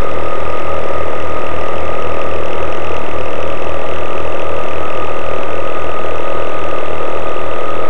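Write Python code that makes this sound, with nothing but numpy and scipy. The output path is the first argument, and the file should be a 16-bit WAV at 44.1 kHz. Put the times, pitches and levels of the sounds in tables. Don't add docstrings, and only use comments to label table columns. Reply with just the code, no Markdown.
import sys
import numpy as np
from scipy.fft import rfft, irfft, next_fast_len
from scipy.io import wavfile
from scipy.ndimage import map_coordinates

SR = 44100
rng = np.random.default_rng(int(sys.argv[2]) if len(sys.argv) > 2 else 0)


def put_to_file(sound):
    columns = np.atleast_2d(sound).T
    safe = np.clip(columns, -1, 1)
    whole_steps = np.round(safe * 32767)
    wavfile.write(sys.argv[1], SR, whole_steps.astype(np.int16))


N = 347949

# f/Hz, relative level/dB per Hz
HISS_COLOUR = [(20, 22), (300, 3), (4500, -1), (7000, -3.5), (10000, -6), (13500, -10.5)]
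# t/s, level/dB
THIN_TONE_LEVEL = [(0, -57), (4, -49), (6, -40.5), (7.89, -45)]
# f/Hz, relative level/dB per Hz
BRUSH_COLOUR = [(1200, -38.5), (1620, -7.5), (1780, -1.5), (2020, 1.5), (2300, -4.5), (2700, -13),
                (4000, -42)]
# t/s, level/dB
BRUSH_LEVEL = [(0, -36), (.9, -34.5), (3.5, -37), (7.89, -37)]
# share of the turn, pitch f/Hz, relative level/dB, octave level/dB
SEAL_RUB = [(0, 3110, -36, -12), (.06, 3057, -28, -4), (.12, 3042, 13, -5), (.165, 2588, 17, -2.5),
            (.23, 2577, 13.5, -16.5), (.34, 2586, 0, -16), (.46, 3087, -4.5, -31), (.68, 3393, 2, -42),
            (.8, 3830, -6.5, -40), (.9, 3800, -12, -40), (1, 3050, -24, -31)]
# t/s, octave boost in the chirp's tail level/dB, late rub boost level/dB
SEAL_GRIP = [(0, 5.5, -1), (3.3, 1.5, -9.5), (5.5, -3, -3.5), (7.89, -2, 5)]
# t/s, level/dB
SQUEAK_LEVEL = [(0, -38.5), (3.6, -34.5), (5.2, -35), (7.89, -37)]
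# t/s, load/0-1
SIDEWAYS_LOAD = [(0, .15), (1.6, 0.09), (2.9, 0.9), (4.1, .75), (5.9, 0), (7.89, 0.17)]
# unloaded level/dB, change at full load/dB
SLOW_WHINE_LEVEL = (-35.5, 2.9)
FAST_WHINE_LEVEL = (-27.5, -6.5)
# f/Hz, relative level/dB per Hz
GRIND_COLOUR = [(60, -39.5), (150, -15.5), (270, -13), (360, -3.5), (550, 0.5), (720, -7.5), (1080, -12),
                (1270, -6), (1450, -13), (1620, -18.5), (2750, -27), (3500, -26), (3900, -30.5),
                (4300, -56)]
# t/s, slow shaft turns/s, fast shaft turns/s
SHAFT_SPEED = [(0.0, 39.565, 41.415), (1.44, 39.575, 41.402), (1.81, 39.407, 41.102),
               (2.05, 39.565, 41.774), (2.38, 39.361, 40.986), (2.57, 39.584, 41.445),
               (3.25, 39.313, 41.085), (3.46, 39.296, 41.297), (4.31, 39.597, 41.389),
               (5.09, 39.549, 41.573), (5.34, 39.455, 41.211), (5.75, 39.668, 41.477),
               (6.59, 39.516, 41.472), (6.91, 39.393, 40.935), (7.23, 39.439, 41.67),
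               (7.36, 39.414, 41.057), (7.89, 40.135, 42.019)]
# multiple of the shaft speed, relative level/dB
SLOW_HARMONICS = [(1, -29), (2, 0), (3, -9.5), (4, -23.5), (6, -13)]
FAST_HARMONICS = [(1, -12.5), (2, 1.5), (3, -6), (4, -14), (5, -4.5), (6, -6)]
# t/s, level/dB
HUM_LEVEL = [(0, -32.5), (1.9, -32), (5, -34), (7.89, -36)]
# f/Hz, relative level/dB
SLOW_KNOCK_HULL = [(150, -41), (270, -20.5), (315, -2.5), (395, -4), (435, -3.5), (510, 0), (555, 5.5),
                   (595, -3), (635, 3), (730, -10), (790, -18), (830, -3.5), (900, -19.5), (950, -4.5),
                   (1050, -27), (2500, -55.5)]
FAST_KNOCK_HULL = [(200, -37.5), (320, -27), (370, 7.5), (430, -9), (500, 5.5), (560, 2), (660, -25),
                   (830, -5), (950, -3.5), (1100, -16.5), (2500, -59)]

TOP_HZ = 13650
WHINE_DB_PER_HZ = 0.14
FAST_HUM_UNDER_DB = 6.0


def amp(db):
    return 10 ** (np.asarray(db) / 20)


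def unit(x):
    return x / np.sqrt(np.mean(x ** 2) + 1e-20)


def curves(rows, at=None):
    position, *columns = np.transpose(rows)
    at = np.arange(N) / SR if at is None else at
    return [np.interp(at, position, column) for column in columns]


def wobble(rate):
    knots = rng.standard_normal(int(N * rate / SR) + 4)
    return map_coordinates(knots, [np.arange(N) * rate / SR])


def coloured(x, points):
    m = 2 * next_fast_len(N // 2 + SR // 4)
    f, db = np.transpose(points)
    gain = amp(np.interp(np.log(np.fft.rfftfreq(m, 1 / SR) + 1), np.log(f), db))
    cepstrum = irfft(np.log(gain), m)
    cepstrum[1:m // 2] *= 2
    cepstrum[m // 2 + 1:] = 0
    response = np.exp(rfft(cepstrum))
    return unit(irfft(rfft(x, m) * response, m)[:N])


def dispersed(x, travel_ms, centre_hz):
    f = np.fft.rfftfreq(N, 1 / SR)
    lag_cycles = travel_ms / 10 ** 3 * (2 * np.sqrt(centre_hz * f) - f)
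    return irfft(rfft(x) * np.exp(-2j * np.pi * lag_cycles), N)


def shafts():
    slow, fast = np.cumsum(curves(SHAFT_SPEED), axis=1) / SR
    return slow + .022, fast + .162


def loaded(whine_level):
    unloaded_db, change_db = whine_level
    return amp(unloaded_db + change_db * curves(SIDEWAYS_LOAD)[0])


def microphone_hiss():
    return amp(-47) * coloured(rng.standard_normal(N), HISS_COLOUR)


def thin_tone(sway):
    phase = 2 * np.pi * 1478 * np.arange(N) / SR
    return amp(curves(THIN_TONE_LEVEL)[0]) * unit(np.sin(phase + sway * wobble(14)))


def brush_rasp():
    return amp(curves(BRUSH_LEVEL)[0]) * coloured(rng.standard_normal(N), BRUSH_COLOUR)


def squeak(turns, lead, pitch_spread, rasp, uneven_db, grain_db):
    turn, share = np.divmod(turns + lead, 1)
    hz, level_db, octave_db = curves(SEAL_RUB, share)
    tail_db, late_db = curves(SEAL_GRIP)
    octave_db = octave_db + tail_db * np.interp(share, [.11, .16], [0, 1])
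    level_db = level_db + late_db * np.interp(share, [.55, .75], [0, 1])
    hz = hz * (1 + pitch_spread * wobble(90) + rasp * wobble(2500))
    phase = 2 * np.pi * np.cumsum(hz) / SR
    phase = phase - phase[np.searchsorted(turn, turn)]
    fundamental = amp(level_db) * np.sin(phase)
    octave = amp(octave_db + 2.1 * wobble(300)) * np.sin(2 * phase)
    roughness = amp(uneven_db * wobble(60) + grain_db * wobble(900))
    return unit((fundamental + octave) * roughness)


def whine(turns, sway, flutter, rough_db, count):
    mesh = 2 * np.pi * count * turns + sway * wobble(9)
    hz = np.gradient(mesh) * SR / (2 * np.pi)
    swell_db = WHINE_DB_PER_HZ * (hz - hz.mean())
    tone = np.sin(mesh + flutter * wobble(110))
    return unit(tone * amp(swell_db + rough_db * wobble(70)))


def hum(turns, harmonics):
    angle = 2 * np.pi * (turns + .055)
    return np.sqrt(2) * sum(amp(db) * np.cos(round(k) * angle) for k, db in harmonics)


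def grinding(grain_db):
    return coloured(rng.standard_normal(N) * amp(grain_db * wobble(400)), GRIND_COLOUR)


def knocks(turns, hull, place, scatter_ms, uneven_db, rattle, rattle_width, travel_ms):
    count = np.arange(1, int(turns[-1]) + 1)
    chance = rng.standard_normal((len(count), 2))
    at = np.interp(count - place, turns, np.arange(N))
    at = at + chance[:, 0] * scatter_ms * SR / 10 ** 3
    blows = np.bincount(np.clip(at, 0, N - 1).astype(int), amp(uneven_db * chance[:, 1]), N)
    away = (turns + place + .5) % 1 - .5
    chatter = rng.standard_normal(N) * np.exp(-.5 * (away / rattle_width) ** 2)
    struck_hull = coloured(unit(blows) + rattle * unit(chatter), hull)
    return dispersed(struck_hull, travel_ms, centre_hz=499.2)


def scene():
    slow, fast = shafts()
    brushes = brush_rasp()
    seal = amp(curves(SQUEAK_LEVEL)[0]) * squeak(
        fast, lead=.225, pitch_spread=0.009, rasp=0.038, uneven_db=1.46, grain_db=2.2)
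    gears = loaded(SLOW_WHINE_LEVEL) * whine(slow, sway=1.2, flutter=0.57, rough_db=2.0, count=30)
    gears += loaded(FAST_WHINE_LEVEL) * whine(fast, sway=2.77, flutter=0.48, rough_db=2.5, count=30)
    gears += amp(-24.0) * grinding(grain_db=1.5)
    hums = hum(slow, SLOW_HARMONICS) + amp(-FAST_HUM_UNDER_DB) * hum(fast, FAST_HARMONICS)
    hums = amp(curves(HUM_LEVEL)[0]) * hums
    knocking = amp(-24.5) * knocks(
        slow, SLOW_KNOCK_HULL, place=0.1047, scatter_ms=0.072, uneven_db=0.06,
        rattle=0.27, rattle_width=0.098, travel_ms=12)
    knocking += amp(-33) * knocks(
        fast, FAST_KNOCK_HULL, place=.37, scatter_ms=0.17, uneven_db=2.1,
        rattle=0.38, rattle_width=0.13, travel_ms=28)
    return (thin_tone(sway=0.67) + brushes + seal + gears + hums + knocking)[None]


def record(dry):
    heard = dry + microphone_hiss()
    offset, rail, knee = -.6375, -.995, .015
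    heard = rail + knee * np.logaddexp(0, (heard + offset - rail) / knee)
    return irfft(rfft(heard) * (np.fft.rfftfreq(N, 1 / SR) < TOP_HZ), N)


dry = scene()
out = record(dry)
put_to_file(out)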